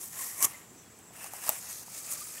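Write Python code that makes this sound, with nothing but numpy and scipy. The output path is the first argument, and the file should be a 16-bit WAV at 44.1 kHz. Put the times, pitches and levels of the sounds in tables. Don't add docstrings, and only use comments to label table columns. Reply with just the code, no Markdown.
import sys
import numpy as np
from scipy import signal
from scipy.fft import rfft, irfft, next_fast_len
from scipy.io import wavfile
from scipy.ndimage import uniform_filter1d, minimum_filter1d, map_coordinates

SR = 44100
rng = np.random.default_rng(int(sys.argv[2]) if len(sys.argv) > 2 else 0)


def volts_from_db(level):
    exponent = np.asarray(level, float) / 20
    return 10 ** exponent


def pcm_store(signal):
    levels = np.round(np.clip(np.atleast_2d(signal), -1, 1) * 32767)
    wavfile.write(sys.argv[1], SR, levels.astype(np.int16).T)


N = 105840

# [f/Hz, level/dB per Hz]
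FOREST_COLOUR = [(350, -62), (600, -2), (1090, -3), (1560, -7), (1880, -6), (4430, -13.5), (7640, -4.5),
                 (9370, -11.5), (15500, -15.5)]
RUMBLE_COLOUR = [(15, -65), (25, -19), (53, -13), (86, -4), (161, -2.5), (293, -5.5), (518, -8), (600, -23),
                 (780, -47), (1320, -120)]
FOREST_DB, HISS_PATCH_DB, RUMBLE_DB = -57, 1, -60
# [f/Hz, coherence/1]
COHERENCE = [(60, 1), (300, 0.93), (1000, 0.95), (3000, 0.95), (6000, 0.93), (7700, 0.95), (9500, .97)]
# [t/s, duration/s, f/Hz, bandwidth/Hz, level/dB]
INSECTS = [
    (-.1, 2.6, 7670, 240, -64.5),
    (0.495, 0.22, 7250, 450, -64.5),
    (.68, .15, 7200, 300, -65.5),
    (0.757, 0.079, 6000, 500, -63.5),
    (0.93, 0.088, 6140, 700, -68),
    (.75, .12, 8000, 400, -73),
    (.9, .2, 8300, 500, -72),
]
INSECT_FADE_S, INSECT_PULSE_DB = 0.021, 2.7
# [t/s, duration/s, start f/Hz, end f/Hz, level/dB]
BIRD_NOTE = (.805, .09, 3550, 3300, -68)

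# [t/s, duration/s, f/Hz, bandwidth/Hz, level/dB]
SHELL_HUMS = [(0.114, .1, 1880, 250, -56), (0.177, 0.057, 1056, 130, -51), (.26, 0.087, 1900, 220, -51.5),
              (0.39, 0.028, 1060, 90, -52), (.414, 0.014, 1103, 80, -38.5), (0.43, .032, 1150, 150, -40),
              (0.498, 0.034, 1115, 100, -55), (0.511, .075, 2030, 200, -55), (0.48, 0.09, 2700, 600, -63.5),
              (1.435, 0.038, 1950, 250, -50.5), (1.501, 0.093, 2240, 1200, -53),
              (2.068, 0.064, 2610, 220, -60), (2.11, 0.033, 1205, 120, -53.5),
              (2.159, 0.029, 1215, 110, -56), (2.203, 0.04, 1223, 90, -52.5),
              (1.198, 0.081, 2700, 250, -58), (2.356, 0.044, 1800, 121, -56), (.56, .34, 330, 220, -64)]
HUM_FADE = 0.42
# [t/s, crack level/dB, crack f/Hz, knock level/dB, knock f/Hz]
SNAPS = [(0.4262, -6, 7400, -35, 1060), (.468, -50, 7500, -37, 1150), (0.45, -40, 7000, -46, 110),
         (.990, -36.5, 10000, -54, 890), (1.106, -63, 8000, -46, 700), (1.231, -27, 12000, -50, 2300),
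         (1.2105, -43, 9000, -43, 1000), (1.2432, -25, 9600, -38, 820), (1.2585, -43, 9000, -42.5, 805),
         (1.264, -32, 9000, -38, 1120), (1.298, -50, 9000, -49, 1900), (1.3358, -22, 13100, -33, 834),
         (1.351, -45, 9000, -43, 2700), (1.4832, -34, 7000, -28.5, 1150), (1.4852, -36, 9000, -33, 2700),
         (1.4938, -15.5, 7740, -24, 2740), (1.506, -40, 8000, -40, 800), (1.517, -40, 6960, -41.5, 710),
         (1.863, -36, 9900, -69, 900), (1.8805, -48, 9000, -41, 880), (2.383, -55, 8950, -32, 3080),
         (.4455, -10, 6900, -33, 2020), (0.4483, -7.5, 7000, -36, 2160), (0.4514, -11, 6860, -39, 607),
         (.4115, -33, 9000, -53, 1900), (2.1245, -19, 8200, -46, 1200), (2.1305, -29, 7000, -68, 600),
         (2.137, -27, 7840, -48, 600), (2.159, -47, 7500, -38, 1650), (2.356, -50, 8000, -39, 2000),
         (.0135, -25, 6900, -60, 1000), (.0255, -29, 9000, -60, 1000), (.04, -29, 9000, -60, 1000)]
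CRACK_T60, CRACK_RING_T60, CRACK_NOISE = 0.0057, 0.005, 0.91
KNOCK_CYCLES, KNOCK_T60_MAX, KNOCK_DAMPED = 8.9, 0.032, 1.7
KNOCK_UPPER, UPPER_DB, KNOCK_CLICK_DB = 1.376, -8, -14.5
# [f/Hz, level/dB, T60/s]
STRIP_MODES = [(110, -36, 0.011), (280, -22, 0.012), (640, -17.5, 0.028), (850, -17.5, 0.029),
               (1170, -20.5, 0.021), (7280, -9, 0.0055), (7720, -12.5, 0.019), (10700, -9, 0.0022),
               (12000, 0.5, 0.0052), (12800, 0.5, .0025), (14000, -4, 0.0034), (16000, -20, 0.0015)]
BREAK_S, BREAK_DB = 1.4923, -7.3

# [t/s, rasp level/dB, shell level re rasp/dB]
PUSH_FIRST = [
    (0, -42, -16),
    (.045, -40.5, -17.5),
    (.105, -48, -18),
    (.14, -43.5, -9),
    (.22, -35, -12),
    (.31, -41, -15.5),
    (.36, -45, -9),
    (.48, -43.5, -8),
    (.66, -65, 3.5),
]
PUSH_SECOND = [
    (1.11, -73, 11),
    (1.126, -60, -8),
    (1.148, -51.5, -1.5),
    (1.186, -50.5, -3.5),
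    (1.244, -41.5, -5),
    (1.25, -47, -5.5),
    (1.268, -43, -6.5),
    (1.304, -54, -5.5),
    (1.325, -44.5, -9),
]
PUSH_SECOND_ON = [
    (1.325, -44, -3),
    (1.34, -44, -8),
    (1.41, -46, -6.5),
    (1.43, -41, -7.5),
    (1.478, -34.5, -9),
    (1.5, -35.5, -9),
    (1.54, -40.5, -8),
    (1.6, -41, -13.5),
]
PUSH_THIRD = [
    (1.6, -43.5, -13),
    (1.68, -45, -9),
    (1.71, -39.5, -12.5),
    (1.8, -44, -16),
    (1.835, -47, -11.5),
    (1.85, -54, -19),
]
PUSH_FOURTH = [
    (1.85, -50.5, -16),
    (1.9, -47.5, -12),
    (1.98, -39.5, -11.5),
    (2.02, -44.5, -13.5),
    (2.1, -40.5, -10.5),
    (2.16, -41.5, -11.5),
    (2.22, -41, -14.5),
    (2.27, -43.5, -15.5),
    (2.4, -43, -11),
]
PUSH_SURGE = [
    (2.1, -48, -25),
    (2.108, -34, -18),
    (2.123, -32.5, -18),
    (2.129, -37, -19),
    (2.138, -33, -26),
    (2.15, -45, -18),
]
RIP_EFFORT = [
    (.365, -42, -12),
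    (.41, -35, -10),
    (.4252, -27, -12),
    (.4268, -19.5, -17),
    (.431, -24.5, -15),
    (.443, -23, -15),
    (.4455, -19.5, -17),
    (.4535, -19.5, -18),
    (.4555, -32, -8),
]
RIP_T60, RIP_SIDE_DB = 0.056, -27
# [f/Hz, level/dB per Hz]
RASP_FIRST = [(1760, -65), (3000, -32), (4720, -12.5), (5840, -3.5), (8010, 0.5), (9580, -2), (11500, 0.5),
              (15500, -9.5)]
RASP_SECOND = [(1760, -38), (3000, -10), (3370, -14.5), (4660, -11), (5200, -6), (8580, 0), (13900, -5.5),
               (15500, -10)]
RASP_THIRD = [(1760, -41), (3000, -12.5), (4920, -7.5), (6700, 0.5), (7130, -2.5), (9520, -2.5),
              (13300, -6), (15500, -12)]
RASP_FOURTH = [(1760, -32), (3000, -15.5), (4230, -12.5), (4750, -7.5), (5840, -5), (7690, -1),
               (12000, -6.5), (15500, -12)]
RASP_SURGE = [(1760, -40), (3000, -28), (4500, -20), (6010, -11), (7480, -2), (8500, -2), (11900, -5.5),
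              (15500, -11)]
RASP_RIP = [(1760, -25.5), (3000, -16), (4230, -22), (6010, -6), (7480, -5.5), (8070, -4), (11900, -4.5),
            (15500, -16)]
# [f/Hz, bandwidth/Hz, level/dB]
SHELL_FIRST = [(620, 550, -9.5), (1106, 330, -2.5), (1880, 160, -3.5), (2100, 180, -2), (2770, 1300, -10)]
SHELL_SECOND = [(604, 260, -2.5), (1150, 690, -1.5), (1900, 400, 0), (2760, 390, -0.5)]
SHELL_FOURTH = [(600, 140, -4), (1253, 160, 1), (1860, 960, -5), (2600, 560, 0.5)]
SHELL_RIP = [(313, 160, -14), (605, 300, -6), (1110, 68, 0.5), (1300, 136, -7.5), (1850, 240, -5.5),
             (2280, 230, -3.5)]
FIBRES_PER_S, FIBRE_SPREAD_DB = 25000, 1
CLUMP_DB, FLUTTER_DB, PATCH_DB = -0.17, 1.04, 1.5

TREES_DB, TREES_T60 = -42, 0.038
GROUND_DB, GROUND_T60 = -32, 0.01
LEAN_DB = 0.36


def unit(x):
    return x / np.sqrt(np.mean(x ** 2) + 1e-20)


def along(points, hz):
    f, value = np.transpose(points)
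    return np.interp(np.log(hz + 1), np.log(f + 1), value)


def wobble(rate):
    knots = rng.standard_normal(N // 20)
    return map_coordinates(knots, [np.arange(N) * rate / SR])


def filtered(x, response):
    m = next_fast_len(N + SR // 2)
    hz = np.fft.rfftfreq(m, 1 / SR)
    return irfft(rfft(x, m) * response(hz), m)[..., :N]


def resonant(peaks):
    def response(f):
        total = 0
        for k, (centre, width, db) in enumerate(peaks):
            mode = 1j * f * width / (centre * centre - f * f + 1j * f * width)
            total = total + (-1) ** k * volts_from_db(db) * mode
        return total
    return response


def patchy(x, depth_db):
    z = signal.stft(x, nperseg=256)[2]
    field = uniform_filter1d(rng.standard_normal(z.shape[-2:]), size=5, axis=0)
    field = uniform_filter1d(field, size=6, axis=1)
    return signal.istft(z * volts_from_db(depth_db * unit(field)), nperseg=256)[1][..., :N]


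def spread(gain):
    def mid_side_gain(hz):
        angle = np.arccos(np.clip(along(COHERENCE, hz), -1, 1)) / 2
        return gain(hz) * [np.cos(angle), np.sin(angle)]
    mid, side = filtered(rng.standard_normal((2, N)), mid_side_gain)
    return unit(np.array([mid + side, mid - side]))


def forest():
    hiss = patchy(spread(lambda hz: volts_from_db(along(FOREST_COLOUR, hz))), HISS_PATCH_DB)
    rumble = spread(lambda hz: volts_from_db(along(RUMBLE_COLOUR, hz)))
    return volts_from_db(FOREST_DB + 0.19 * wobble(8.5)) * hiss + volts_from_db(RUMBLE_DB + 0.09 * wobble(4.0)) * rumble


def insects():
    t, out = np.arange(N) / SR, 0
    for s, length, hz, width_hz, db in INSECTS:
        gate = np.clip(np.minimum(t - s, s + length - t) / INSECT_FADE_S, 0, 1)
        mode = resonant([(hz, width_hz, 0)])
        band = spread(lambda f: abs(mode(f)) ** 2)
        out = out + gate * volts_from_db(db + INSECT_PULSE_DB * wobble(39.7)) * band
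    return out


def bird():
    s, length, from_hz, to_hz, db = BIRD_NOTE
    u = np.clip((np.arange(N) / SR - s) / length, 0, 1)
    pitch = from_hz + (to_hz - from_hz) * np.sqrt(u) + 25 * wobble(99)
    note = np.sin(2 * np.pi * np.cumsum(pitch) / SR)
    swell = np.sqrt(np.sin(np.pi * u) ** 2)
    return volts_from_db(db + 2.5 * wobble(69.6)) * swell * note


def hums():
    t, out = np.arange(N) / SR, 0
    for s, length, hz, width_hz, db in SHELL_HUMS:
        gate = np.clip(np.minimum(t - s, s + length - t) / (HUM_FADE * length), 0, 1)
        mode = resonant([(hz, width_hz, 0)])
        hum = filtered(rng.standard_normal(N), lambda f: mode(f) ** 2)
        out = out + gate * volts_from_db(db) * unit(hum)
    return out


def snap_crack(t, hz):
    hiss = rng.standard_normal(len(t)) * volts_from_db(-60 * t / CRACK_T60)
    return CRACK_NOISE * hiss + np.sin(2 * np.pi * hz * t) * volts_from_db(-60 * t / CRACK_RING_T60)


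def snap_knock(t, hz):
    knock = np.sin(2 * np.pi * hz * t)
    knock = knock + volts_from_db(UPPER_DB) * np.sin(2 * np.pi * KNOCK_UPPER * hz * t)
    knock = knock + volts_from_db(KNOCK_CLICK_DB - 60 * t / 0.011) * np.sin(2 * np.pi * 3.47 * hz * t)
    t60 = min(KNOCK_CYCLES / hz, KNOCK_T60_MAX)
    onset = 1 - np.exp(-t / 0.00055)
    return knock * volts_from_db(-60 * (t / t60) ** KNOCK_DAMPED) * onset


def snaps():
    cracks, knocks = np.zeros(N + SR), np.zeros(N + SR)
    t = np.arange(SR // 10) / SR
    for s, crack_db, crack_hz, knock_db, knock_hz in SNAPS:
        start = round(s * SR)
        cracks[start:][:len(t)] += volts_from_db(crack_db) * snap_crack(t, crack_hz)
        knocks[start:][:len(t)] += volts_from_db(knock_db) * snap_knock(t, knock_hz)
    return filtered(cracks[:N], lambda hz: volts_from_db(along(RASP_RIP, hz))) + knocks[:N]


def strip_break():
    out, t = np.zeros(N), np.arange(SR // 10) / SR
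    ring = 0
    for hz, db, t60 in STRIP_MODES:
        onset = np.tanh(np.pi * hz * t)
        ring = ring + volts_from_db(db - 60 * t / t60) * np.sin(2 * np.pi * hz * t) * onset
    out[round(BREAK_S * SR):][:len(t)] = volts_from_db(BREAK_DB) * ring * (1 - np.exp(-t * SR / 3))
    return out


def push(rows, rasp, shell):
    s, rasp_db, shell_db = np.transpose(rows)
    t, draw = np.arange(N) / SR, rng.random((2, N))
    breaks = (draw[0] < FIBRES_PER_S / SR) * rng.standard_normal(N)
    breaks = breaks * volts_from_db(-FIBRE_SPREAD_DB * np.log(draw[1] + 1e-4))
    clumps = volts_from_db(CLUMP_DB * wobble(60) + FLUTTER_DB * wobble(300))
    fibres = patchy(breaks * clumps, PATCH_DB)
    bright = unit(filtered(fibres, lambda hz: volts_from_db(along(rasp, hz))))
    hollow = unit(filtered(fibres, resonant(shell)))
    edge = np.clip(np.minimum(t - s[0] + 0.012, s[-1] + 0.015 - t) / 0.027, 0, 1)
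    effort = edge * volts_from_db(np.interp(t, s, rasp_db))
    return effort * (bright + volts_from_db(np.interp(t, s, shell_db)) * hollow)


def tearing():
    t = np.arange(N) / SR
    before, after = RIP_EFFORT[0][0] + 0.03 - t, t - RIP_EFFORT[-1][0] + 0.009
    around_rip = np.clip(np.maximum(before, after) / 0.033, 0, 1)
    out = around_rip * push(PUSH_FIRST, RASP_FIRST, SHELL_FIRST)
    out = out + push(PUSH_SECOND, RASP_SECOND, SHELL_SECOND)
    out = out + push(PUSH_SECOND_ON, RASP_SECOND, SHELL_SECOND)
    out = out + push(PUSH_THIRD, RASP_THIRD, SHELL_SECOND)
    out = out + push(PUSH_FOURTH, RASP_FOURTH, SHELL_FOURTH)
    return out + push(PUSH_SURGE, RASP_SURGE, SHELL_FOURTH)


def rip():
    s, db, shell_db = RIP_EFFORT[-1]
    rows = RIP_EFFORT + [(s + RIP_T60 / 2, db - 20, shell_db)]
    near = push(rows, RASP_RIP, SHELL_RIP)
    far = push(rows, RASP_RIP, SHELL_RIP)
    return near + volts_from_db(RIP_SIDE_DB) * far * np.array([[1], [-1]])


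def scattered(x, t60):
    t = np.arange(SR // 4) / SR
    tail = rng.standard_normal((2, len(t))) * volts_from_db(-60 * t / t60)
    return signal.fftconvolve(x[None], tail / np.linalg.norm(tail[0]), axes=1)[:, :N]


def scene():
    bark = tearing() + snaps() + strip_break() + hums() + bird()
    echoes = volts_from_db(TREES_DB) * scattered(bark, TREES_T60) + volts_from_db(GROUND_DB) * scattered(bark, GROUND_T60)
    return (bark + rip()) * volts_from_db([[LEAN_DB], [-LEAN_DB]]) + echoes + forest() + insects()


def top_cut(x):
    return signal.sosfilt(signal.butter(12, 16680, fs=SR, output="sos"), x)


def record(dry):
    top_hz, crack_top_hz, sharp_peak = 15760, 16680, 0.52
    body = filtered(dry, lambda hz: hz < top_hz)
    top = filtered(dry, lambda hz: (hz >= top_hz) & (hz < crack_top_hz))
    peaks = -1. * (abs(dry[0]) > sharp_peak)
    sharp = uniform_filter1d(-minimum_filter1d(peaks, size=256), size=128)
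    return top_cut(body + sharp * top)


dry = scene()
out = record(dry)
pcm_store(out)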